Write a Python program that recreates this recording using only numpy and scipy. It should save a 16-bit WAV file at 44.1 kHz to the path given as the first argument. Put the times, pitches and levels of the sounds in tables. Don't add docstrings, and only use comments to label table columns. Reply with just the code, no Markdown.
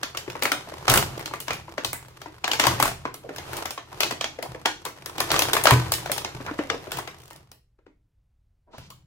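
import sys
import numpy as np
from scipy import signal
from scipy.fft import rfft, irfft, next_fast_len
from scipy.io import wavfile

SR = 44100
rng = np.random.default_rng(int(sys.argv[2]) if len(sys.argv) > 2 else 0)


def put_to_file(sound):
    columns = np.atleast_2d(sound).T
    safe = np.clip(columns, -1, 1)
    whole_steps = np.round(safe * 32767)
    wavfile.write(sys.argv[1], SR, whole_steps.astype(np.int16))


N = 399546

# start_s, clack_db, ring_hz, crack_re_clack_db, sizzle_re_clack_db
SNAPS = [(0.031, -27.5, 1780.0, 1.5, -10), (0.148, -34.5, 1170.0, -7, -21), (0.172, -34, 3190.0, 6, 0.5),
         (0.3, -37.5, 2660.0, 1, -8.5), (0.423, -23, 2190.0, 0, -8.5), (0.434, -29.5, 1460.0, -5.5, 4.5),
         (0.454, -20, 2140.0, -6.5, -12), (0.518, -18.5, 1460.0, -3.5, -9),
         (0.88, -15.5, 1270.0, -2.5, -13.5), (0.898, -23, 1400.0, 7, 6), (0.917, -24.0, 1320.0, -5.5, 0.5),
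         (0.939, -19.5, 1610.0, -1, 3.5), (0.958, -22.5, 1440.0, -1.5, -2), (0.974, -21, 1510.0, 2.5, 3.5),
         (1.194, -35.5, 2260.0, -7, -7), (1.258, -34.5, 1360.0, 5, -4.5), (1.337, -28.5, 1160.0, -9, -14),
         (1.403, -45.5, 1390.0, 10, 13.5), (1.481, -28, 957.0, -2, -13), (1.506, -24, 2310.0, -5.5, -17),
         (1.532, -36, 2150.0, 2.5, -0.5), (1.78, -25.5, 592.0, -8, -23), (1.847, -28, 3430.0, 4, -1),
         (1.931, -30.5, 2040.0, -9, 3), (2.083, -50, 957.0, -3, -4), (2.216, -39, 682.0, -1.5, -8.5),
         (2.442, -24, 2390.0, 0.5, -22), (2.478, -24.5, 1650.0, -5.5, -10), (2.515, -27.5, 3190.0, 6, -7),
         (2.533, -24, 1600.0, 0.5, -9), (2.597, -17.5, 2070.0, 1.5, -7), (2.638, -19, 2050.0, -2.5, -20),
         (2.668, -15.5, 987.0, -3, -6.5), (2.8, -19, 850.0, -5.5, -5.5), (2.826, -17.5, 1170.0, -3.5, -2),
         (2.855, -22, 1120.0, -8, -6), (2.878, -27.0, 682.0, -3.5, -4), (3.142, -40.5, 5410.0, -1, 2.5),
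         (3.361, -41.5, 1490.0, 3, 0), (3.383, -34.5, 3830.0, -2.5, -10), (3.532, -37.5, 1350.0, -5, -2),
         (3.568, -42.5, 1100.0, 7.5, 8.5), (3.656, -29, 1410.0, -2, -7), (3.707, -34, 4700.0, 0, 0),
         (3.777, -33.5, 1050.0, -3.5, -25), (4.005, -22, 2730.0, 3, -2.5), (4.032, -24.5, 2560.0, 4, -5.5),
         (4.109, -26.0, 1020.0, -3, -11.5), (4.21, -26.5, 3190.0, 0.5, -16),
         (4.242, -25.5, 3370.0, -1, -17), (4.426, -31.5, 698.0, -2.5, -5), (4.657, -16.5, 3190.0, -3, -15),
         (4.852, -32.5, 987.0, 0.5, -0.5), (4.861, -30.5, 1080.0, -9, -17), (5.06, -35.5, 5900.0, -1, 0.5),
         (5.181, -28.5, 1060.0, -2, -10), (5.203, -21.5, 4170.0, -2.5, -2.5), (5.303, -27, 640.0, 3, -34.5),
         (5.316, -19.5, 4070.0, -3.5, -4), (5.341, -23, 1150.0, -3, -11), (5.362, -24.5, 1210.0, 1, -12),
         (5.392, -22.5, 5670.0, 2.5, 2.5), (5.421, -24.0, 4620.0, 3, 0.5), (5.533, -21.5, 3370.0, 1, 2),
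         (5.567, -18.0, 1090.0, -8, -10.5), (5.638, -29, 1780.0, 0.5, 8.5), (5.655, -15, 645.0, -4, -13),
         (5.67, -11.5, 1400.0, -3.5, -14.5), (5.686, -19, 905.0, -18, -13), (5.708, -13, 942.0, -6.5, -7),
         (5.92, -23, 4270.0, -1, 3.5), (5.938, -46.5, 5280.0, 21, 21.5), (6.059, -31, 773.0, -4, -13),
         (6.117, -29, 2020.0, 4.5, 7), (6.179, -30.5, 843.0, 2.5, -1), (6.247, -28.5, 5500.0, -1.5, -26),
         (6.463, -33.5, 1410.0, -6.5, -17), (6.7, -20.5, 3350.0, -6.5, -44),
         (6.918, -32, 1440.0, 2.5, -0.5), (6.971, -34.5, 2880.0, -2, -2.5), (6.987, -30, 987.0, -9, -8),
         (7.075, -33.5, 780.0, -5, -14), (7.308, -44.5, 905.0, -4, -6), (7.516, -51.5, 5040.0, 1.5, 3.5),
         (8.782, -43.5, 611.0, -5, -7.5), (8.903, -54.5, 1030.0, 10, 8.5)]


def snaps(buckles):
    usual_clack_db = -28.5
    rows = []
    for start_s, clack_db, ring_hz, crack_db, sizzle_db in buckles:
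        ring_db = clack_db - 3.5 + along([(2000, 0.0047), (3200, crack_db + 2.5)], ring_hz)
        body_db = clack_db - 10 - 0.23 * (clack_db - usual_clack_db)
        rows.append((start_s, ring_hz, ring_db, body_db, clack_db,
                     clack_db + crack_db, clack_db + sizzle_db))
    return rows


# start_s, level_db, ring_hz
KNOCKS = [(0.278, -33.5, 360), (0.353, -32, 930), (0.673, -42, 640), (0.721, -37.5, 616),
          (1.311, -37.5, 920), (1.681, -40.5, 935), (2.259, -37.5, 920), (3.053, -24.5, 1044),
          (3.291, -32, 404), (4.388, -32.5, 505), (4.547, -33.5, 514), (6.097, -27.5, 600),
          (6.402, -37, 264), (6.511, -31, 295), (6.59, -22, 297), (6.743, -31.5, 467), (6.87, -36.0, 644),
          (7.788, -61.5, 380), (7.865, -51, 385.0)]
# ring_db, body_db, clack_db, crack_db, sizzle_db
KNOCK_COLOUR_DB = [-0.5, -4, -3.5, -17.5, -40]


def knocks():
    return [(start_s, hz, *(db + np.array(KNOCK_COLOUR_DB))) for start_s, db, hz in KNOCKS]


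EDGES_HZ = [250, 600, 2500, 7000, 16500]
BANDS = [signal.butter(3, edges, "bandpass", fs=SR, output="sos") for edges in zip(EDGES_HZ, EDGES_HZ[1:])]
STRAIN_BAND = signal.butter(2, [500, 7000], "bandpass", fs=SR, output="sos")
# rise_s, t60_s, lowpass_hz, trim_db, send_db, correlation
BURST_SHAPES = [(0.0014, 0.042, 2000, -2.5, -3, 1), (0.00071, 0.027, 1370, -2, -2.5, 0.89),
                (0.0028, 0.017, 2100, -1.5, -3, 0.14), (0.0008, .012, 14000, -1.5, -1.5, 0.089)]


def contacts():
    linger, lead_in_s = 2.22, 0.0008
    out = np.zeros((2, N))
    echoes = [room(wall_db=-3, wall_s=0.0052) for _ in range(12)]
    rows = knocks() + snaps(SNAPS) + snaps(creases())
    for k, (start_s, ring_hz, ring_db, *bands_db) in enumerate(rows):
        direct = amp(ring_db) * ring(ring_hz)
        send = amp(-5) * min(ring_hz / 600, 1, 1800 / ring_hz) * direct
        for band, band_db, shape in zip(BANDS, bands_db, BURST_SHAPES):
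            rise_s, t60_s, lowpass_hz, trim_db, send_db, correlation = shape
            gain = amp(band_db + trim_db)
            direct = direct + gain * burst(band, rise_s, t60_s, lowpass_hz, correlation)
            send = send + gain * amp(send_db) * burst(band, rise_s, t60_s * linger, lowpass_hz, 1.0)
        pan_db = rng.normal(2.5, 2.3)
        add(out, start_s - lead_in_s, direct * amp([[pan_db / 2], [-pan_db / 2]]))
        add(out, start_s - lead_in_s, signal.fftconvolve(send, echoes[k % len(echoes)], axes=1))
        clack_db = bands_db[1]
        strain = amp(clack_db - 18.5) * burst(STRAIN_BAND, 0.0044, 0.017, 900, 0.88)
        add(out, start_s - 0.006, strain)
    return out


def ring(hz, cycles=11, sag=0.05, blur=0.42):
    t = np.arange(SR // 25) / SR
    t60_s = 0.0058 + cycles / hz
    pitch_hz = hz * (1 + sag * (np.exp(-t / 0.0056) - 0.5))
    wander = blur * np.cumsum(rng.standard_normal(len(t))) * hz / np.sqrt(SR * 1000)
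    phase = 2 * np.pi * (np.cumsum(pitch_hz) / SR + rng.random()) + wander
    stereo_skew = rng.normal(0, 0.5) * min(hz / 1500, 1) * np.array([[1], [-1]])
    attack = 1 - np.exp(-(t / (0.0017 + 0.5 / hz)) ** 2)
    return unit_onset(np.sin(phase + stereo_skew) * amp(-60 * t / t60_s) * attack)


def burst(band, rise_s, t60_s, lowpass_hz, correlation):
    t = np.arange(SR // 25) / SR
    spikes = amp(2.5 * np.repeat(rng.standard_normal(len(t)), 16)[:len(t)])
    envelope = amp(-60 * t / t60_s) * (1 - np.exp(-(t / rise_s) ** 2))
    noise = noise_pair(correlation, len(t)) * spikes * envelope
    dulled = signal.lfilter([1], [1, -np.exp(-2 * np.pi * lowpass_hz / SR)], noise)
    return unit_onset(signal.sosfilt(band, dulled))


# start_s, boom_db, crinkle_db, sway_db
JOLTS = [(.28, -39, -57.5, -48.5), (0.891, -18.5, -31.5, -33), (0.941, -27.5, -28, -28),
         (1.12, -41, -59, -45), (1.488, -42, -60, -39), (1.85, -45, -54, -42), (2.667, -27, -25, -29.5),
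         (2.826, -36.5, -36.5, -33.5), (4.039, -44, -36.5, -44.5), (4.488, -38.5, -45, -41.5),
         (5.31, -42, -36, -36), (5.719, -6, -27, -25), (6.347, -30.5, -50, -38), (6.93, -41, -35, -42),
         (8.78, -39.5, -55.5, -44.5)]
# pitch_hz, level_db, t60_s
TRAY_MODES = [(83.1, -11.5, 0.16), (123, 1.5, .25), (272, -16, 0.18), (319, -25.5, 0.92), (424, -17, .25),
              (777, -27.5, 0.18), (880, -24, .3), (990, -15.5, 0.31), (1520, -23, 0.42)]


def tray():
    out, t = np.zeros(N), np.arange(SR // 2) / SR
    attack = 1 - np.exp(-t / 0.0051)
    for start_s, boom_db, *_ in JOLTS:
        boom = sum(amp(db + rng.normal(0, 1) - 60 * t / t60_s) * np.sin(2 * np.pi * hz * t)
                   for hz, db, t60_s in TRAY_MODES)
        add(out, start_s, amp(boom_db) * boom * attack)
    return out


def shaking(starts_s, levels_db, fade_db_per_s):
    power, t = np.zeros(N), np.arange(SR) / SR
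    for start_s, db in zip(starts_s, levels_db):
        add(power, start_s, amp(db - fade_db_per_s * t) ** 2 * (1 - np.exp(-t / 0.008)))
    return np.sqrt(power)


# time_s, effort_db
HANDLING = [(0.0, -49.5), (1.08, -38), (1.44, -48), (1.52, -49.5), (2.22, -52), (2.5, -53), (2.62, -29.5),
            (2.73, -31), (2.88, -43.5), (3.11, -62.5), (3.58, -30), (3.79, -61.5), (3.98, -40),
            (4.15, -49.5), (4.91, -54.5), (5.14, -42.5), (5.35, -28.5), (5.52, -29.5), (5.61, -29),
            (5.9, -38), (6.07, -36.5), (6.41, -43.5), (6.94, -44), (7.07, -57), (7.37, -51.5), (7.6, -79.5)]
# time_s, effort_db
BRUSHING = [(8.72, -85), (8.846, -73), (8.98, -62), (9.06, -81)]


def effort():
    t = np.arange(N) / SR
    gestures_db = [np.interp(t, *np.transpose(rows), left=-120, right=-120) for rows in (HANDLING, BRUSHING)]
    return np.max(gestures_db, axis=0)


def creases(rate_per_s=4):
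    scatter = np.clip(rng.standard_normal((200, 3)), -2, 2)
    starts_s = np.cumsum(rng.exponential(size=200)) / rate_per_s
    rows = []
    for start_s, (force_db, detune, edge_db) in zip(starts_s, scatter):
        if start_s < HANDLING[-1][0]:
            clack_db = np.interp(start_s, *np.transpose(HANDLING)) - 3.5 + force_db
            rows.append((start_s, clack_db, 1050 * 2 ** (0.6 * detune), -7.5, -21 + edge_db))
    return rows


# frequency_hz, density_db
CRINKLE_SPECTRUM = [(130, -24.5), (220, -19), (330, 4.5), (520, -1.5), (1000, 0), (1700, -6.5),
                    (3200, -10.5), (5500, -14), (8000, -20), (13000, -20.5), (16000, -33.5)]


def crinkle(effort_db, shake_gain, rate_per_s=115, spread_db=5.5, rub_db=-1.5):
    t = np.arange(SR // 50) / SR
    ticks = (rng.random(N) < rate_per_s / SR) * amp(spread_db * np.minimum(rng.exponential(size=N), 3))
    envelope = signal.fftconvolve(ticks, amp(-60 * t / 0.023))[:N]
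    grains = unit(envelope * noise_pair(0.39, N))
    left, right = grains + amp(rub_db) * noise_pair(0.16, N)
    mid = filtered(left + right, lambda hz: amp(along(CRINKLE_SPECTRUM, hz)))
    side = filtered(left - right, lambda hz: amp(along(CRINKLE_SPECTRUM, hz)) * hz / np.hypot(hz, 500))
    return np.hypot(amp(effort_db - 0.5), shake_gain) * unit(np.array([mid + side, mid - side]))


# start_s, length_s, level_db, start_hz, end_hz, width_hz
RUBS = [(0.884, 0.13, -24.5, 898, 798, 1560), (3.233, 0.047, -41.5, 603, 498, 280),
        (3.916, 0.038, -46, 792, 890, 500), (4.418, 0.059, -36.5, 645, 777, 454),
        (6.466, 0.043, -33, 1183, 1493, 950), (8.663, 0.09, -59.5, 606, 515, 710),
        (8.729, 0.035, -45.5, 825, 730, 830), (8.701, 0.2, -55.5, 3005, 4180, 4000),
        (8.896, 0.0203, -53, 680, 1230, 123), (8.914, 0.019, -50, 1140, 1190, 151)]


def rubs():
    out = np.zeros((2, N))
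    for start_s, length_s, db, start_hz, end_hz, width_hz in RUBS:
        size = int(length_s * SR)
        lowpass = signal.butter(2, width_hz / 2, fs=SR, output="sos")
        grip = signal.sosfilt(lowpass, noise_pair(0.69, size) + 1j * noise_pair(0.68, size))
        phase = 2 * np.pi * np.cumsum(np.linspace(start_hz, end_hz, size)) / SR
        squeak = np.real(grip * np.exp(1j * phase))
        add(out, start_s, amp(db) * unit(squeak) * signal.windows.tukey(size, 0.5))
    return out


def creak(start_s=7.185, first_gap_s=0.014, slowing=1.1, level_db=-58.5, growth_db=0.9, count=9):
    out = np.zeros((2, N))
    gaps_s = first_gap_s * slowing ** np.arange(count)
    for k, tick_s in enumerate(start_s + np.cumsum(gaps_s) - first_gap_s):
        sizzle = burst(BANDS[3], 0.00026, 0.014, 8800, 0.35)
        crack = burst(BANDS[2], 0.00038, 0.0096, 6600, 0.28)
        add(out, tick_s, amp(level_db + growth_db * k) * (sizzle + crack))
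    return out


# frequency_hz, density_db
SWAY_SPECTRUM = [(15, -31.5), (28, -15), (40, -3), (60, -15), (84, 5.5), (100, -6.5), (122, 4.5),
                 (165, -3.5), (230, -15), (500, -59), (1000, -100)]


def sway(effort_db, shake_gain):
    usual_effort_db = -44
    flex_db = -50 + 0.5 * (effort_db - usual_effort_db)
    return np.hypot(amp(flex_db), shake_gain) * shaped_noise(SWAY_SPECTRUM, correlation=0.96)


# frequency_hz, t60_s
ROOM_DECAY = [(150, 0.44), (400, .32), (1000, 0.22), (2800, .3), (7000, 0.31), (15000, 0.21)]
# frequency_hz, correlation
ROOM_CORRELATION = [(150, 1), (300, 0.49), (600, 0.58), (1200, 0.37), (4000, 0.067)]


def room(wall_db, wall_s):
    hz, t, (a, b) = signal.stft(rng.standard_normal((2, SR // 4)), SR, nperseg=256)
    turn = np.arccos(np.clip(along(ROOM_CORRELATION, hz), -1, 1))[:, None] / 2
    spectra = np.cos(turn) * a + np.sin(turn) * np.array([b, -b])
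    decay = amp(-60 * t / along(ROOM_DECAY, hz)[:, None])
    tail = signal.istft(spectra * decay, SR, nperseg=256)[1]
    t = np.arange(tail.shape[1]) / SR
    early_boost = 1 + amp(wall_db) * np.exp(-t / wall_s)
    attack = 1 - np.exp(-(t / 0.0024) ** 2)
    return unit(tail * early_boost * attack) / np.sqrt(len(t))


# frequency_hz, density_db
RUMBLE_SPECTRUM = [(15, -16), (28, -5.5), (40, -4), (65, -6.5), (110, -11), (170, -23.5), (260, -33.5),
                   (1000, -44), (16000, -60)]


def background():
    return amp(-65.5) * shaped_noise(RUMBLE_SPECTRUM, correlation=1.0)


def shaped_noise(spectrum, correlation):
    return unit(filtered(noise_pair(correlation, N), lambda hz: amp(along(spectrum, hz))))


def noise_pair(correlation, size):
    a, b = rng.standard_normal((2, size))
    turn = np.arccos(np.clip(correlation, -1, 1)) / 2
    return np.cos(turn) * a + np.sin(turn) * np.array([b, -b])


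def amp(db):
    return 10 ** (np.asarray(db) / 20)


def unit(x):
    return x / np.sqrt(np.mean(x ** 2) + 1e-20)


def unit_onset(x):
    return x / x[..., :SR // 125].std()


def along(points, hz):
    points_hz, values = np.transpose(points)
    return np.interp(np.log(hz + 1), np.log(points_hz + 1), values)


def filtered(x, response):
    size = next_fast_len(N + SR // 2)
    return irfft(rfft(x, size) * response(np.fft.rfftfreq(size, 1 / SR)), size)[..., :N]


def add(track, start_s, sound):
    part = track[..., max(round(start_s * SR), 0):][..., :sound.shape[-1]]
    part += sound[..., :part.shape[-1]]


def scene():
    effort_db = effort()
    jolt_s, _, crinkle_db, sway_db = np.transpose(JOLTS)
    friction = rubs() + creak()
    friction += amp(-5.5) * signal.fftconvolve(friction, room(wall_db=0, wall_s=0.012), axes=1)[:, :N]
    low = tray() + sway(effort_db, shaking(jolt_s, sway_db, fade_db_per_s=67)) + background()
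    lid = friction + crinkle(effort_db, shaking(jolt_s, crinkle_db, fade_db_per_s=81)) + contacts()
    left_lead_s = 0.00013
    return low + filtered(lid, lambda hz: np.exp(1j * np.pi * hz * left_lead_s * np.array([[1], [-1]])))


def record(dry):
    return filtered(dry, lambda hz: 1 / (1 + (hz / 16000) ** 160))


dry = scene()
out = record(dry)
put_to_file(out)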